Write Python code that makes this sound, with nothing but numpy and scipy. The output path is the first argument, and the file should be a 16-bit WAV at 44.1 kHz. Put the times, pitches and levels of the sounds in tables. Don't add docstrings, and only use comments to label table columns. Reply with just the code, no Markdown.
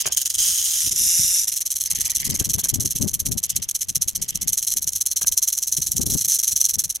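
import sys
import numpy as np
from scipy import signal
from scipy.io import wavfile
from scipy.ndimage import uniform_filter1d

SR = 44100
rng = np.random.default_rng(int(sys.argv[2]) if len(sys.argv) > 2 else 0)


def materialize(psi):
    bounded = np.clip(np.atleast_2d(psi).T, -1, 1)
    quanta = np.round(bounded * 32767).astype(np.int16)
    wavfile.write(sys.argv[1], SR, quanta)


N = 308700
TIME = np.arange(N) / SR


def from_db(db):
    return 10 ** (np.asarray(db) / 20)


def rms_one(x):
    return x / np.sqrt(np.mean(x ** 2) + 1e-20)


def in_time(rows, **ends):
    return np.interp(TIME, *np.transpose(rows), **ends)


def at_hz(points, hz):
    points = np.array(points)
    return np.interp(np.log(hz), np.log(points[:, 0]), points[:, 1])


def drift(rate_hz):
    step, warm_up = 40, 2000
    pole = np.exp(-2 * np.pi * rate_hz * step / SR)
    white = rng.standard_normal(N // step + warm_up + 2)
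    slow = signal.lfilter([1], [1, -2 * pole, pole * pole], white)[warm_up:]
    return np.interp(np.arange(N) / step, np.arange(len(slow)), rms_one(slow))


def evened(x, seconds):
    local_power = np.abs(uniform_filter1d(x ** 2, int(seconds * SR)))
    return x / np.sqrt(local_power + 1e-9)


def resonate(x, hz, width_hz):
    peak = np.concatenate(signal.iirpeak(hz, hz / width_hz, fs=SR))
    sos = np.tile(peak, (2, 1))
    power = np.sum(signal.sosfilt(sos, signal.unit_impulse(1024)) ** 2)
    return signal.sosfilt(sos, x + 1e-18) / np.sqrt(power)


def noise_bands(spectrum, channels=2):
    low_hz, high_hz = spectrum[0][0], spectrum[-1][0]
    centres = np.geomspace(low_hz, high_hz, round(2 * np.log2(high_hz / low_hz)) + 1)
    gains = from_db(at_hz(spectrum, centres)) * np.sqrt(centres)
    gains = gains / np.linalg.norm(gains)
    white = rng.standard_normal((2, channels, N))
    for k, (hz, gain) in enumerate(zip(centres, gains)):
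        edges = [hz / 2 ** .25, hz * 2 ** .25]
        sos = signal.butter(2, edges, "band", fs=SR, output="sos")
        yield hz, gain * rms_one(signal.sosfilt(sos, white[k % 2]))


def noise(spectrum, channels=2):
    return sum(band for hz, band in noise_bands(spectrum, channels))


def swells(rows, rise_db_per_s, fall_db_per_s):
    power = np.zeros(N)
    for start_s, length_s, level_db in rows:
        rise_db = rise_db_per_s * np.clip(start_s - TIME, 0, 1)
        fall_db = fall_db_per_s * np.clip(TIME - start_s - length_s, 0, 1)
        power += from_db(level_db - rise_db - fall_db) ** 2
    return power


# [time_s, level_db]
BUZZ_SPELLS = [
    [(0.382, -18.5), (0.44, -18), (0.53, -20.5), (0.66, -22.0), (0.78, -21.0), (0.875, -22), (0.9, -34),
     (0.95, -29), (0.98, -19), (1.17, -18.5), (1.38, -19.5), (1.43, -21.5)],
    [(6.295, -19.5), (6.368, -21)],
]
# [pitch_hz, width_hz, level_db, side_db]
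REARED_RINGS = [(2152, 2270, -26.0, -34), (3197, 580, -15.5, -5), (3966, 490, -21, 1),
                (5533, 1740, -9.5, -9), (6436, 905, -5.5, -20), (6866, 2300, -7.5, -5.5),
                (8947, 1100, -10, -3), (10840, 1820, -10.5, -3), (12620, 3870, -11.0, -3.5)]
LOWERED_RINGS = [(2322, 1720, -25, -26.5), (2801, 200, -27.5, -3.5), (3717, 750, -20.5, -4),
                 (5333, 465, -12, -8.5), (5936, 720, -4.5, -13.5), (7073, 1190, -7, -6.5),
                 (9186, 1340, -8.5, -1.5), (11187, 1650, -6.5, -4.5), (13200, 3170, -18.5, 0)]
COILED_RINGS = [(2546, 2670, -25.5, -19.5), (3252, 857, -21, -16), (4136, 530, -18, -9),
                (5631, 647, -14.5, -11.5), (6235, 958, -3.5, -16), (7700, 2040, -10, -2.5),
                (9252, 670, -12.5, -9), (11140, 3370, -5, -6), (14280, 600, -28.5, 1.5)]
SETTLED_RINGS = [(2426, 2780, -28.5, -57.5), (3311, 976, -22.5, -13.5), (4120, 498, -17.5, -10),
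                 (5700, 440, -11, -13), (6217, 843, -2.5, -18.5), (7472, 2010, -9.5, -6.5),
                 (9344, 620, -11, -13.5), (11170, 3420, -6, -7), (11240, 6600, -13.5, -4.5)]
# [time_s, pose_index]
POSTURE = [(0.7, 0), (1.02, 1), (1.42, 1), (1.62, 2), (4.1, 2), (5.2, 3)]


def rattle(loose_db=6.0, driven_db=-26, shifting_db=1.5, idle_db=-58, idle_spread_db=5, unsteady_db=-0.18):
    bursts = beat()
    buzz = sum(from_db(in_time(spell, left=-np.inf, right=-np.inf)) ** 2 for spell in BUZZ_SPELLS)
    buzzing = uniform_filter1d((buzz > 0) * 1., size=400)
    buzz = uniform_filter1d(buzz, size=400) * from_db(unsteady_db * drift(25.7)) ** 2
    idle = from_db(idle_db + idle_spread_db * drift(11.3)) ** 2
    effort = np.sqrt(np.maximum(shaking(bursts), buzz) + idle)
    looseness = 1 / (1 + (effort / from_db(driven_db)) ** 2)
    tumble = from_db(loose_db * drift(105) * looseness)
    knocks = effort * tumble * rms_one(collisions(bursts, buzzing))

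    pose, out = in_time(POSTURE), np.zeros((2, N))
    for k, rings in enumerate((REARED_RINGS, LOWERED_RINGS, COILED_RINGS, SETTLED_RINGS)):
        share = np.sqrt(np.clip(1 - np.abs(pose - k), 0, 1))
        held = share > 0
        for hz, width_hz, level_db, side_db in rings:
            shifting = from_db(shifting_db * drift(60))
            drive = knocks * share * shifting * rng.standard_normal((2, N))
            gains = from_db([[level_db], [level_db + side_db]])
            mid, side = resonate(drive[:, held], hz, width_hz) * gains
            out[:, held] += np.array([mid + side, mid - side])
    return out


# [first_burst_s, last_burst_s, burst_count, level_db]
BURST_RUNS = [(0.011, 0.126, 3, -19), (0.176, 0.349, 5, -18), (0.876, 0.966, 3, -18.5),
              (1.438, 1.614, 5, -19.5), (1.665, 2.5, 18, -20), (2.543, 2.747, 5, -19.5),
              (2.809, 2.963, 4, -19.5), (3.023, 3.383, 7, -19.5), (3.44, 3.819, 7, -19),
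              (3.896, 4.086, 4, -19.0), (4.16, 4.422, 5, -19.2), (4.485, 4.678, 5, -19),
              (4.721, 4.88, 4, -19.0), (4.929, 4.929, 1, -28), (4.963, 5.43, 10, -18.5),
              (5.483, 6.068, 13, -19), (6.105, 6.324, 7, -18), (6.352, 6.696, 9, -17),
              (6.742, 6.956, 5, -18.5)]
USUAL_BURSTS_PER_S, FADE_S, FADE_FOLLOWS = 20.74, 0.07616, 0.84


def beat(level_spread_db=1.176, fade_spread=0.1565):
    bursts = []
    for first_s, last_s, count, level_db in BURST_RUNS:
        times = np.linspace(first_s, last_s, round(count))
        per_s = 1 / (times[1] - times[0]) if len(times) > 1 else USUAL_BURSTS_PER_S
        fade_s = FADE_S * (per_s / USUAL_BURSTS_PER_S) ** FADE_FOLLOWS
        for time_s, (force, length) in zip(times, rng.standard_normal((len(times), 2))):
            burst_db = level_db + level_spread_db * force
            bursts.append((time_s, burst_db, fade_s * np.exp(fade_spread * length)))
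    return bursts


def shaking(bursts, hold_s=0.00257, rise_s=0.004895, coast_s=0.0251, coast_spread=0.49, stop_s=0.00763):
    power = np.zeros(N)
    for time_s, level_db, fade_s in bursts:
        near = slice(max(int((time_s - .03) * SR), 0), int((time_s + .1) * SR))
        age = TIME[near] - time_s
        swell = np.exp(-(np.maximum(-age - hold_s, 0) / rise_s) ** 2.61)
        fade = 1e-6 ** (np.maximum(age - hold_s, 0) / fade_s)
        coast = coast_s * np.exp(coast_spread * rng.standard_normal())
        rest = np.exp(-(np.maximum(age - coast, 0) / stop_s) ** 2)
        power[near] += from_db(level_db) ** 2 * swell * fade * rest
    return power


STROKES_PER_S, BUZZ_STROKES_PER_S = 130, 172


def collisions(bursts, buzzing, lead_s=0.01319, jitter=0.1512, uneven_db=3.67, rise_s=0.00235,
               settle_s=0.00252, chatter=0.128, buzz_chatter=0.152, knocks_per_s=22000):
    rate = STROKES_PER_S + (BUZZ_STROKES_PER_S - STROKES_PER_S) * buzzing
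    rate = rate * np.exp(jitter * (1 - buzzing / 2) * drift(48.2))
    turn = np.cumsum(rate) / SR
    for time_s, level_db, fade_s in bursts:
        start = max(int((time_s - lead_s) * SR), 0)
        turn[start:] += -turn[start] % 1
    stroke, age = turn.astype(int), turn % 1 / rate
    force = from_db(uneven_db * rng.standard_normal(N)[stroke])
    cascade = force * (1 - np.exp(-(age / rise_s) ** 2)) * np.exp(-age / settle_s)
    strength = cascade + chatter + buzz_chatter * buzzing
    knock_happens = rng.random(N) < knocks_per_s / SR
    return evened(strength * knock_happens, seconds=0.0098)


# [start_s, length_s, level_db]
WIND_GUSTS = [(0.37, 0.146, -44), (0.86, 0.195, -37.5), (1.19, 0.0454, -35), (1.94, 0.1036, -38),
              (2.255, 0.218, -26), (2.5, 0.097, -30), (2.73, 0.1413, -26), (3.0, 0.0634, -22),
              (3.25, 0.103, -25.5), (3.54, 0.0757, -35), (3.89, .16, -37.5), (4.18, 0.033, -32),
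              (4.32, 0.183, -36), (4.73, 0.199, -41.5), (5.22, 0.09, -42), (5.785, .035, -33),
              (5.975, 0.184, -24), (6.5, .07, -44), (6.74, 0.123, -38.5)]


def wind_on_ports(shelter_db=-19, breeze_db=-58, breeze_spread_db=3.5, eddies_db=-10.5):
    gusts = swells(WIND_GUSTS, rise_db_per_s=602.5, fall_db_per_s=300)
    eddies = swells(WIND_GUSTS, rise_db_per_s=76, fall_db_per_s=76)
    gusts = gusts + from_db(eddies_db) ** 2 * eddies
    ports = []
    for exposure_db in (0, shelter_db):
        breeze = from_db(breeze_db + breeze_spread_db * drift(2.12)) ** 2
        ports.append(wind(gusts * from_db(exposure_db) ** 2 + breeze))
    return np.array(ports)


# [pitch_hz, level_db_per_hz]
BUFFET_COLOUR = [(20, -8.5), (40, -0.5), (85, 5.5), (180, 0), (350, -15), (600, -27.5), (1400, -50)]


def wind(power, brightening=0.367, lumpy_db=5.0, patchy_db=1.0):
    lumps = evened(from_db(lumpy_db * drift(26.4)), seconds=0.097)
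    level_db, out = 10 * np.log10(power * lumps ** 2), 0
    for hz, band in noise_bands(BUFFET_COLOUR, channels=1):
        tilt_db = brightening * (level_db + 35) * np.clip(np.log2(hz / 120), -1, 1)
        out = out + band[0] * from_db(level_db + tilt_db + patchy_db * drift(11.1))
    return out


# [start_s, level_db, fade_s, weight_db]
SHOE_SCUFFS = [(0.055, -28.5, 0.14, -3), (2.347, -34, 0.006, 9.5), (2.409, -48, 0.35, 4),
               (2.584, -36, 0.08, 3), (2.632, -40, 0.17, 7.5), (5.213, -31, 0.0821, -9.5)]
# [pitch_hz, width_hz, level_db]
SOLE_RINGS = [(393, 166, -9), (704, 490, -4), (1142, 730, -8.5), (1609, 204, -6), (2580, 1840, -2.5)]
# [pitch_hz, level_db_per_hz]
THUD_SPECTRUM = [(30, -13), (110, 1.5), (400, -18.5)]


def shoes(grit_db=5.5, press_s=0.0005, wide=0.81, echo_db=-19, echo_fade_s=0.146):
    grind, thud = np.zeros(N), np.zeros(N)
    for start_s, level_db, fade_s, weight_db in SHOE_SCUFFS:
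        age = np.clip(TIME - start_s, 0, 1)
        contact = from_db(level_db) * (1 - np.exp(-age / press_s))
        fade = 1e-3 ** (age / fade_s)
        echo = from_db(echo_db) * 1e-3 ** (age / echo_fade_s)
        grind += contact * (fade + echo)
        thud += contact * from_db(weight_db) * fade
    grind = grind * from_db(grit_db * drift(108))

    scuffs = np.array(SHOE_SCUFFS)
    latest = np.maximum(np.searchsorted(scuffs[:, 0], TIME) - 1, 0)
    weight_db = scuffs[latest, 3]
    rings = np.zeros((2, N))
    for hz, width_hz, level_db in SOLE_RINGS:
        ring_db = level_db + weight_db * (SOLE_RINGS[0][0] / hz) ** 2 / 2
        rings += from_db(ring_db) * resonate(grind * rng.standard_normal((2, N)), hz, width_hz)
    mid, side = rings + thud * noise(THUD_SPECTRUM)
    return np.array([mid + wide * side, mid - wide * side])


# [start_s, length_s, level_db]
SOFT_RUSTLES = [(0.01, 0.049, -42), (1.92, 0.206, -44.5), (2.22, 0.0945, -41), (2.4, 0.52, -58),
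                (3.5, .08, -52), (4.2, 0.232, -53)]
# [pitch_hz, width_hz, level_db]
RUSTLE_RINGS = [(1114, 1230, -10.5), (2073, 650, -1.5), (3154, 900, 2.5), (5240, 3100, 3.5)]


def rustle(grain_db=5.5, patchy_db=3.0, pan_db=-1.0):
    level = np.sqrt(swells(SOFT_RUSTLES, rise_db_per_s=236.5, fall_db_per_s=127))
    texture = evened(from_db(grain_db * drift(166)), seconds=0.0416)
    grains = level * texture * rng.standard_normal((2, N))
    out = np.zeros((2, N))
    for hz, width_hz, level_db in RUSTLE_RINGS:
        wandering = from_db(level_db + patchy_db * drift(15.8))
        out += wandering * resonate(grains, hz, width_hz)
    return out * from_db([[pan_db], [-pan_db]])


# [pitch_hz, level_db_per_hz]
AIR_COLOUR = [(25, -19), (70, -13), (250, -3), (700, -9.5), (1300, -11.5), (4000, -10), (14000, -35.5)]


def open_air(level_db=-57.5):
    return from_db(level_db) * noise(AIR_COLOUR)


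def scene(rattle_db=-0.35, pan_db=-0.445, shoes_db=-4.0):
    snake = rattle() * from_db([[rattle_db + pan_db], [rattle_db - pan_db]])
    steps = from_db(shoes_db) * shoes()
    return snake + wind_on_ports() + steps + rustle() + open_air()


def record(dry, cutoff_hz=15900):
    sos = signal.ellip(12, .1, 80, cutoff_hz, fs=SR, output="sos")
    return signal.sosfilt(sos, dry)


dry = scene()
out = record(dry)
materialize(out)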